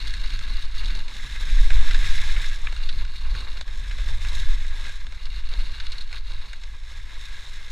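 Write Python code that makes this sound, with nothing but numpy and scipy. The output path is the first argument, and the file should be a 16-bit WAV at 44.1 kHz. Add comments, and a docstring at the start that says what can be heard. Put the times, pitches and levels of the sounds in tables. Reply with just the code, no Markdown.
"""Skiing over crusty snow

A skier swings from turn to turn over trampled, crusty snow with a small camera in a closed case.
Wind pumps the case in a deep rumble: noise bands under drawn gusts, with a patchy drone.
Skis hiss, drag and shudder with edge load: noise, part smooth and part snapping grains.
Breaking crust cracks in short noise puffs. Each turn rings the case from its own side,
so hiss and cracks take that turn's own resonances."""
import sys
import numpy as np
from scipy import signal
from scipy.fft import rfft, irfft, next_fast_len
from scipy.io import wavfile
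from scipy.ndimage import uniform_filter1d

SR = 44100
rng = np.random.default_rng(int(sys.argv[2]) if len(sys.argv) > 2 else 0)


def store_wav(level_fs):
    """Save 16-bit WAV to argv[1]."""
    pcm = np.round(np.clip(np.atleast_2d(level_fs), -1, 1) * 32767)
    wavfile.write(sys.argv[1], SR, pcm.T.astype(np.int16))


N = 340011

# Relative spectra of the wind in the case, deep to higher [f/Hz, level/dB per Hz]
HEAVE_SPECTRUM = [(3, -7.5), (5, 2), (14, 1), (20, -12), (30, -36)]
THROB_SPECTRUM = [(10, -36.5), (18, 2.5), (34, -6.5), (46, -11), (65, -64)]
FLUTTER_SPECTRUM = [(30, -11), (45, -1), (62, -11), (84, -18.5), (110, -52)]
DRONE_SPECTRUM = [(65, -26), (88, -1), (114, -1), (140, -18.5), (180, -47)]
# Relative spectrum of the rumble that differs between the channels [f/Hz, level/dB per Hz]
TRACE_SPECTRUM = [(12, -21), (20, 13), (33, -10), (77, -26), (141, -45), (299, -55), (650, -64),
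                  (1030, -75), (4000, -84), (5200, -114), (8800, -120)]
# Relative spectra of the shuddering boards and dragging skis [f/Hz, level/dB per Hz]
SHUDDER_SPECTRUM = [(110, -5), (150, 2), (210, 2.5), (300, -4), (420, -23.5)]
DRAG_SPECTRUM = [(200, -29), (350, -9), (580, -6.5), (720, -13.5), (900, -3), (1130, -0.5), (1350, -9),
                 (1800, -55)]
# Broad colour of the hiss in the one turn and the opposite turn [f/Hz, level/dB per Hz]
ONE_SPECTRUM = [(700, -23.5), (1300, -10.5), (1800, -4), (2600, -5), (3100, -11.5), (3600, -10),
                (4500, -14.5), (6000, -15), (8000, -22), (8500, -22.5), (10300, -22.5), (12000, -30),
                (15500, -37)]
OTHER_SPECTRUM = [(700, -33), (1300, -15), (1900, -14.5), (2500, -11.5), (3100, -15), (3600, -8.5),
                  (4500, -10), (4900, -17), (6000, -26.5), (7200, -33), (9500, -34), (12000, -39.5),
                  (15500, -43)]
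# Case resonances in the one turn and the opposite turn [f/Hz, width/Hz, lift/dB]
ONE_MODES = [(1650, 140, 10.5), (2097, 234, 6.3), (3752, 1150, 14), (5330, 214, 8.7), (6515, 145, 9),
             (7390, 710, 5.4), (8080, 290, 4.6)]
OTHER_MODES = [(1570, 270, 7), (2170, 410, 5.9), (2803, 170, 11.3), (3856, 310, 8), (4285, 190, 7.5),
               (6580, 360, 8), (8340, 300, 3.4), (8900, 540, 6), (10700, 330, 2.5)]

# Slow pumping of the case by the wind [t/s, level/dB]
HEAVE_LEVEL = [(0, -24.5), (.97, -19), (1.09, -25.5), (1.42, -31.5), (1.6, -7.5), (1.87, -6), (1.97, -19),
               (2.1, -8.5), (2.4, -18.5), (2.6, -18), (2.75, -24.5), (2.88, -14.5), (3.18, -27.5),
               (3.52, -22), (3.95, -31.5), (4.12, -17.5), (4.27, -24), (4.51, -11), (4.74, -24),
               (5.22, -28), (5.37, -21.5), (6.4, -25.5), (6.75, -33.5), (7.6, -29.5)]
# Quicker flutter of the wind [t/s, level/dB]
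FLUTTER_LEVEL = [(0, -34.5), (.6, -39.5), (.9, -36), (1.07, -44.5), (1.35, -35), (1.6, -31.5),
                 (1.95, -28.5), (2.4, -39.5), (2.58, -43.5), (2.75, -34), (2.9, -41.5), (2.99, -31.5),
                 (3.1, -41), (3.35, -28.5), (3.5, -41), (4.1, -30.5), (5.0, -40), (5.43, -39.5),
                 (5.62, -34.5), (6.05, -43), (6.21, -38), (6.59, -44), (7.05, -39), (7.6, -47)]
# Single wind slaps that make the case throb [middle t/s, level/dB]
SLAPS = [(.13, -29), (.36, -22.5), (.56, -22.5), (.88, -19.5), (1.45, -21.5), (1.6, -7.5), (1.75, -12),
         (1.97, -12.5), (2.36, -20), (2.8, -27.5), (3.02, -24), (3.28, -19), (4.0, -23.5), (4.27, -25),
         (4.51, -13.5), (4.8, -23.5), (5.37, -27.5), (5.6, -21.5), (6.31, -29), (6.68, -27.5)]
# How hard the edges press the snow, as hiss level [t/s, level/dB]
LOAD = [(0, -39), (.6, -39.5), (.98, -39.5), (1.15, -39.5), (1.4, -38), (1.7, -36), (2.0, -33),
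        (2.4, -33.5), (2.6, -40.5), (2.85, -40.5), (3.1, -44), (3.35, -41), (3.8, -45), (4.0, -40.5),
        (4.15, -40), (4.36, -36), (4.6, -41), (4.88, -40.5), (5.05, -46.5), (5.38, -42), (5.55, -41),
        (5.7, -42), (5.95, -42), (6.14, -40.5), (6.32, -43.5), (6.55, -46), (6.8, -50.5), (6.93, -45.5),
        (7.05, -47.5), (7.22, -42), (7.64, -44)]
# Brief skips of the skis off the snow [middle t/s, half length/s, drop/dB]
SKIPS = [(0.696, 0.043, 5), (1.053, 0.034, 4.5), (1.207, 0.018, 3.5), (2.349, 0.018, 2.5),
         (2.598, 0.043, 3), (3.65, 0.025, 6.5), (4.18, .03, 4), (5.086, 0.019, 2), (5.298, 0.024, 4),
         (5.474, 0.05, 5), (6.07, 0.042, 5), (6.218, 0.031, 8.5), (6.606, 0.0093, 4)]
# Turns [start t/s, side: 1 the one turn, 0 the opposite turn]
TURNS = [(0, 0), (1.12, 1), (2.72, 0), (3.6, 1), (5.12, 0), (6.6, 1)]
# Changing snow, levels at the middle load and flutter [t/s, drag level/dB, shudder level/dB]
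SNOW = [(0, -56, -57.5), (1, -54.5, -57), (2.4, -55, -60.5), (3.4, -51.5, -57), (4.4, -53, -62.5),
        (5.6, -53.5, -61), (6.6, -54, -62), (7.6, -54, -60.5)]
# Bigger bumps under the boards [t/s, peak level/dB]
BUMPS = [(0.526, -41), (1.596, -44), (1.881, -50), (2.126, -49), (2.232, -51), (2.947, -35.5), (4.477, -48),
         (4.861, -44), (5.076, -39), (6.741, -44)]
# Breaking crust, each part before its lift [t/s, level of the top/dB, thud, body, ring against it/dB]
CRACKS = [(0.0714, -22.5, -25, -17, -6), (0.106, -22, -38, -18, -9), (0.138, -17.5, -40, -15, -12.5),
          (0.2394, -30, -19, -9, -6), (0.259, -32, -34, -18, -1), (0.3033, -30, -29, -10, -2),
          (0.39, -19, -34, -15, -12), (0.856, -23, -26, -18, -5), (0.9038, -29, -26, -21, -3),
          (0.9517, -22.5, -23, -16, -17), (1.0797, -22.5, -28, -17, -15), (1.7035, -19, -17.5, -7, -22),
          (1.9081, -17, -25, -10, -15), (1.944, -17, -29, -10.5, -10.5), (2.361, -28, -18, -2, -18),
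          (2.6688, -27.5, -21, 1, -33), (2.7246, -26, -13, -9, -10), (2.7631, -24, -28, -14.5, -12),
          (2.8887, -26.5, -28, -8.5, -0.5), (3.0493, -30, -25, -10, -7.5), (3.3495, -27, -20, -7, -14),
          (3.4037, -22.5, -23, -16, -17), (3.57, -32, -15, -8, -2), (3.61, -19, -16.5, -13.5, -10),
          (3.6778, -30.5, -20, -10, -11), (3.9095, -29.5, -18, -4.5, -11), (3.9828, -26.5, -17, -12.5, -13),
          (4.0855, -27, -16, -16, -11), (4.2477, -22.5, -20, -8, -30), (4.6473, -33.5, -15, -2.5, -17),
          (4.8498, -31.5, -18, -3, -15), (4.868, -32, -25, -3, -30), (4.8926, -21.5, -20.5, -16.5, -19),
          (5.0665, -29, -21, -7.5, -10), (5.122, -28, -21, -15, -19), (5.2542, -26.5, -26, -34, -7.5),
          (5.5361, -30, -13, -13, 0.5), (5.799, -30.5, -34, -5, 0), (5.8666, -27.5, -36, -11, -4),
          (5.9184, -25.5, -27, -23, -4.5), (5.9834, -32, -20, -32, 1), (6.021, -35, -25, -18, -3),
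          (6.127, -23.5, -19.5, -10, -12), (6.334, -31, -21, -10, -14), (6.5299, -22.5, -27, -15, -17),
          (6.6348, -24, -27, -16, -16)]
# Bands of thud, body, ring and sharp top [low f/Hz, high f/Hz]
CRACK_BANDS = [(400, 1000), (1400, 2700), (3400, 4600), (5200, 8000)]

MIDDLE_DB = -40  # load and flutter level that the followers below are set from
SLAP_S, THROB_OVER_FLUTTER_DB = 0.047, 5.5  # half length; throb between slaps
DRONE_DB, DRONE_PER_FLUTTER, DRONE_PER_LOAD = -52.5, 0.69, 0.91  # middle level; dB per dB
TRACE_DB = -11  # against the flutter
SHUDDER_PER_LOAD, SHUDDER_PER_FLUTTER = 0.81, 0.22  # dB per dB
BUMP_S, BUMP_DB = 0.016, -15  # half length; rms against the peak
DRAG_PER_LOAD, DRAG_BUMPS_DB, DRAG_FLICKER_DB = 0.81, 1.6, 1.6  # dB per dB; spreads
SWAP_S, SPLIT_HZ = 0.21, 2900  # time to change edges; corner between coarse and fine snow
# Each hiss against the load: in the opposite turn, in the one turn
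ONE_DB, OTHER_DB = (-4.5, 1), (1, -12)
CRACK_BAND_DB = (1.5, 6, 3, -18)  # lift of thud, body, ring, top
CRACK_MS, CRACK_SPREAD = 2.4, 0.64  # decay and the random spread of its logarithm
TOP_HZ = 15400


def db_to_gain(db):
    """Decibels to amplitude gain."""
    return 10 ** (np.asarray(db) / 20)


def unit(x):
    """Scale to rms 1."""
    return x / np.sqrt(np.mean(x ** 2))


def columns(table):
    """Draw each column after the time as a line, one value a sample."""
    s, *rest = np.transpose(table)
    return [np.interp(np.arange(N) / SR, s, column) for column in rest]


def response(points, modes=()):
    """Causal response of power gain 1: spectrum plus resonance lifts, built from the cepstrum."""
    size = 1 << 16
    hz = np.maximum(np.arange(size // 2 + 1) * SR / size, 1)
    point_hz, point_db = np.transpose(points)
    db = np.interp(np.log(hz), np.log(point_hz), point_db, -90, -90)
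    for centre_hz, width_hz, lift_db in modes:
        db = db + lift_db / (1 + (2 * (hz - centre_hz) / width_hz) ** 2)
    # Folding the cepstrum forward gives minimum phase
    cepstrum = irfft(db * np.log(10) / 20)
    cepstrum[1:size // 2] *= 2
    cepstrum[size // 2 + 1:] = 0
    ring = irfft(np.exp(rfft(cepstrum)))[:size // 2]
    return ring / np.linalg.norm(ring)


def colour(x, points, modes=()):
    """Filter through the response of a spectrum and its resonances."""
    return signal.fftconvolve(x, response(points, modes))[:len(x)]


def noise(points):
    """Coloured noise of rms 1, already running at the start."""
    return unit(colour(rng.standard_normal(N + SR), points)[SR:])


def walk(rate):
    """Random levels held 1 / rate s and slewed twice; spread 1."""
    hold = int(SR / rate)
    steps = np.repeat(rng.standard_normal(N // hold + 1), hold)
    slewed = uniform_filter1d(uniform_filter1d(steps, hold), hold)
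    return unit(slewed[:N])


def even(x, seconds):
    """Bring the swings to a fairly even size by dividing out much of their envelope."""
    envelope = np.abs(signal.hilbert(x, next_fast_len(N))[:N])
    size = uniform_filter1d(envelope, int(seconds * SR))
    return unit(x / (size + .2))


def lumps(rows, half_s):
    """Power sum of bell-shaped swells, rows (middle s, dB), as an amplitude envelope."""
    t = np.arange(0, N, 32) / SR
    power = sum(db_to_gain(2 * db) * np.exp(-((t - s) / half_s) ** 2) for s, db in rows)
    return np.interp(np.arange(N) / SR, t, np.sqrt(power))


def load():
    """Pressure of the edges in dB; it drops as the skis skip off the snow."""
    t = np.arange(N) / SR
    drops_db = sum(db * np.exp(-((t - s) / half_s) ** 4) for s, half_s, db in SKIPS)
    return columns(LOAD)[0] - drops_db


def side():
    """1 in the one turn, 0 in the opposite turn, sliding between as the edges change."""
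    starts, sides = np.transpose(TURNS)
    current = np.searchsorted(starts, np.arange(N) / SR, "right") - 1
    return uniform_filter1d(sides[current], int(SWAP_S * SR), mode="nearest")


def channel_trace():
    """Wind noise under the flutter, of opposite sign in the two channels."""
    trace = noise(TRACE_SPECTRUM) * db_to_gain(columns(FLUTTER_LEVEL)[0] + TRACE_DB)
    return trace * np.array([[1], [-1]])


def drone():
    """Case noise that follows wind and edge load in dB and comes in random patches."""
    flutter_over_db = columns(FLUTTER_LEVEL)[0] - MIDDLE_DB
    load_over_db = load() - MIDDLE_DB
    level_db = DRONE_DB + DRONE_PER_FLUTTER * flutter_over_db + DRONE_PER_LOAD * load_over_db
    return db_to_gain(level_db + 2.2 * walk(12)) * noise(DRONE_SPECTRUM)


def wind():
    """Gusts pump the case: slow heave, throb swelled by slaps, and quicker flutter."""
    (heave_db,), (flutter_db,) = columns(HEAVE_LEVEL), columns(FLUTTER_LEVEL)
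    heave = db_to_gain(heave_db) * even(noise(HEAVE_SPECTRUM), 0.2)
    throb_gain = np.hypot(db_to_gain(flutter_db + THROB_OVER_FLUTTER_DB), lumps(SLAPS, SLAP_S))
    throb = throb_gain * even(noise(THROB_SPECTRUM), 0.09)
    flutter_gain = db_to_gain(flutter_db + 0.17 * walk(14))
    flutter = flutter_gain * even(noise(FLUTTER_SPECTRUM), 0.11)
    return heave + throb + flutter


def shudder(bumps):
    """Low noise of the boards: steady under load and wind, swelling at bigger bumps."""
    load_over_db = load() - MIDDLE_DB
    flutter_over_db = columns(FLUTTER_LEVEL)[0] - MIDDLE_DB
    level_db = columns(SNOW)[1] + SHUDDER_PER_LOAD * load_over_db
    level_db = level_db + SHUDDER_PER_FLUTTER * flutter_over_db
    steady = db_to_gain(level_db + 1.7 * bumps + 0.94 * walk(20))
    middles = [(s + BUMP_S / 2, db) for s, db in BUMPS]
    hits = db_to_gain(BUMP_DB) * lumps(middles, BUMP_S)
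    return noise(SHUDDER_SPECTRUM) * np.hypot(steady, hits)


def crunch(rate, spread_db, ms):
    """Envelope of snow grains snapping at random: many small, a few large, each a short puff."""
    when, size = rng.random(N), rng.exponential(size=N)
    starts = (when < rate / SR) * db_to_gain(2 * spread_db * np.minimum(size, 4))
    decay = np.exp(-1000 / (ms * SR))
    power = signal.lfilter([1], [1, -decay], starts)  # powers of overlapping puffs add
    return unit(np.sqrt(power))


def hiss(db, spectrum, modes, flicker_db, grainy):
    """Sliding noise, part smooth and part grains; coarse and fine snow clump on their own."""
    share = np.clip(grainy, 0, 1)
    low_pass = signal.butter(2, SPLIT_HZ, fs=SR, output="sos")
    common = crunch(260, 0.87, 1.17)
    mixed = 0
    for fine, ms in ((False, 5.0), (True, 3.0)):
        grains = (common + crunch(80, 3.9, ms)) / 2
        envelope = (1 - share + share * grains) * db_to_gain(flicker_db * walk(60))
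        grit = rng.standard_normal(N) * envelope
        coarse = signal.sosfiltfilt(low_pass, grit)
        mixed = mixed + (grit - coarse if fine else coarse)
    return colour(mixed * db_to_gain(db), spectrum, modes)


def drag(bumps):
    """Low grainy scrape that follows snow, edge load and the bumps of the track."""
    level_db = columns(SNOW)[0] + DRAG_PER_LOAD * (load() - MIDDLE_DB) + DRAG_BUMPS_DB * bumps
    return hiss(level_db, DRAG_SPECTRUM, (), DRAG_FLICKER_DB, 0.5)


def turn_hisses(bumps):
    """Edges hiss with the load; each turn brings up its own colour and case resonances."""
    load_db, turn = load(), side()
    one_db, other_db = (load_db + off + (on - off) * turn for off, on in (ONE_DB, OTHER_DB))
    one = hiss(one_db + 0.36 * bumps, ONE_SPECTRUM, ONE_MODES, 0.89, 0.46)
    other = hiss(other_db + 0.91 * bumps, OTHER_SPECTRUM, OTHER_MODES, 0.81, 0.85)
    return one + other


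def crack_ring(low_hz, high_hz, modes, length):
    """Response of the case to a crack in one band, with the resonances of a turn."""
    points = [(low_hz / 1.62, -30), (low_hz, 0), (high_hz, -3), (high_hz * 1.37, -22), (high_hz * 2, -36)]
    return response(points, modes)[:length]


def cracks():
    """Crust breaks in sharp puffs of random pushes, ringing the case as thud, body, ring and top."""
    out, t = np.zeros(N + SR), np.arange(SR // 25) / SR
    rings = [[crack_ring(low_hz, high_hz, modes, len(t)) for low_hz, high_hz in CRACK_BANDS]
             for modes in (OTHER_MODES, ONE_MODES)]
    turn = side()
    pushes = rng.standard_normal((len(CRACKS), len(t) + 1))
    for (s, peak_db, *shares_db), (luck, *push) in zip(CRACKS, pushes):
        start = int(s * SR)
        decay_ms = CRACK_MS * np.exp(CRACK_SPREAD * luck)
        attack = 1 - np.exp(-t / 0.0008)
        decay = np.exp(-1000 * t / decay_ms) + 0.07 * np.exp(-t / 0.015)  # crumbs trail after
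        puff = push * attack * decay
        turn_rings = rings[int(turn[start] > .5)]
        for ring, share_db, lift_db in zip(turn_rings, (*shares_db, 0), CRACK_BAND_DB):
            part = signal.fftconvolve(puff, ring)[:len(t)]
            gain = db_to_gain(peak_db + share_db + lift_db)
            out[start:][:len(t)] += gain * part / np.abs(part).max()
    return out[:N]


def scene():
    """One microphone feeds both channels; only a trace of the rumble differs."""
    soft_start = np.minimum(np.arange(N) / (.02 * SR), 1)
    rumble = .9 * np.tanh((wind() + drone()) / .9) * soft_start  # the membrane stiffens
    bumps = walk(30)  # unevenness of the track, felt by all ski sounds
    skis = shudder(bumps) + drag(bumps) + turn_hisses(bumps)
    return channel_trace() + rumble + skis + cracks()


def record(dry):
    """Cut the top steeply with an elliptic low-pass."""
    low_pass = signal.ellip(10, .2, 60, TOP_HZ, fs=SR, output="sos")
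    return signal.sosfilt(low_pass, dry)


dry = scene()
out = record(dry)
store_wav(out)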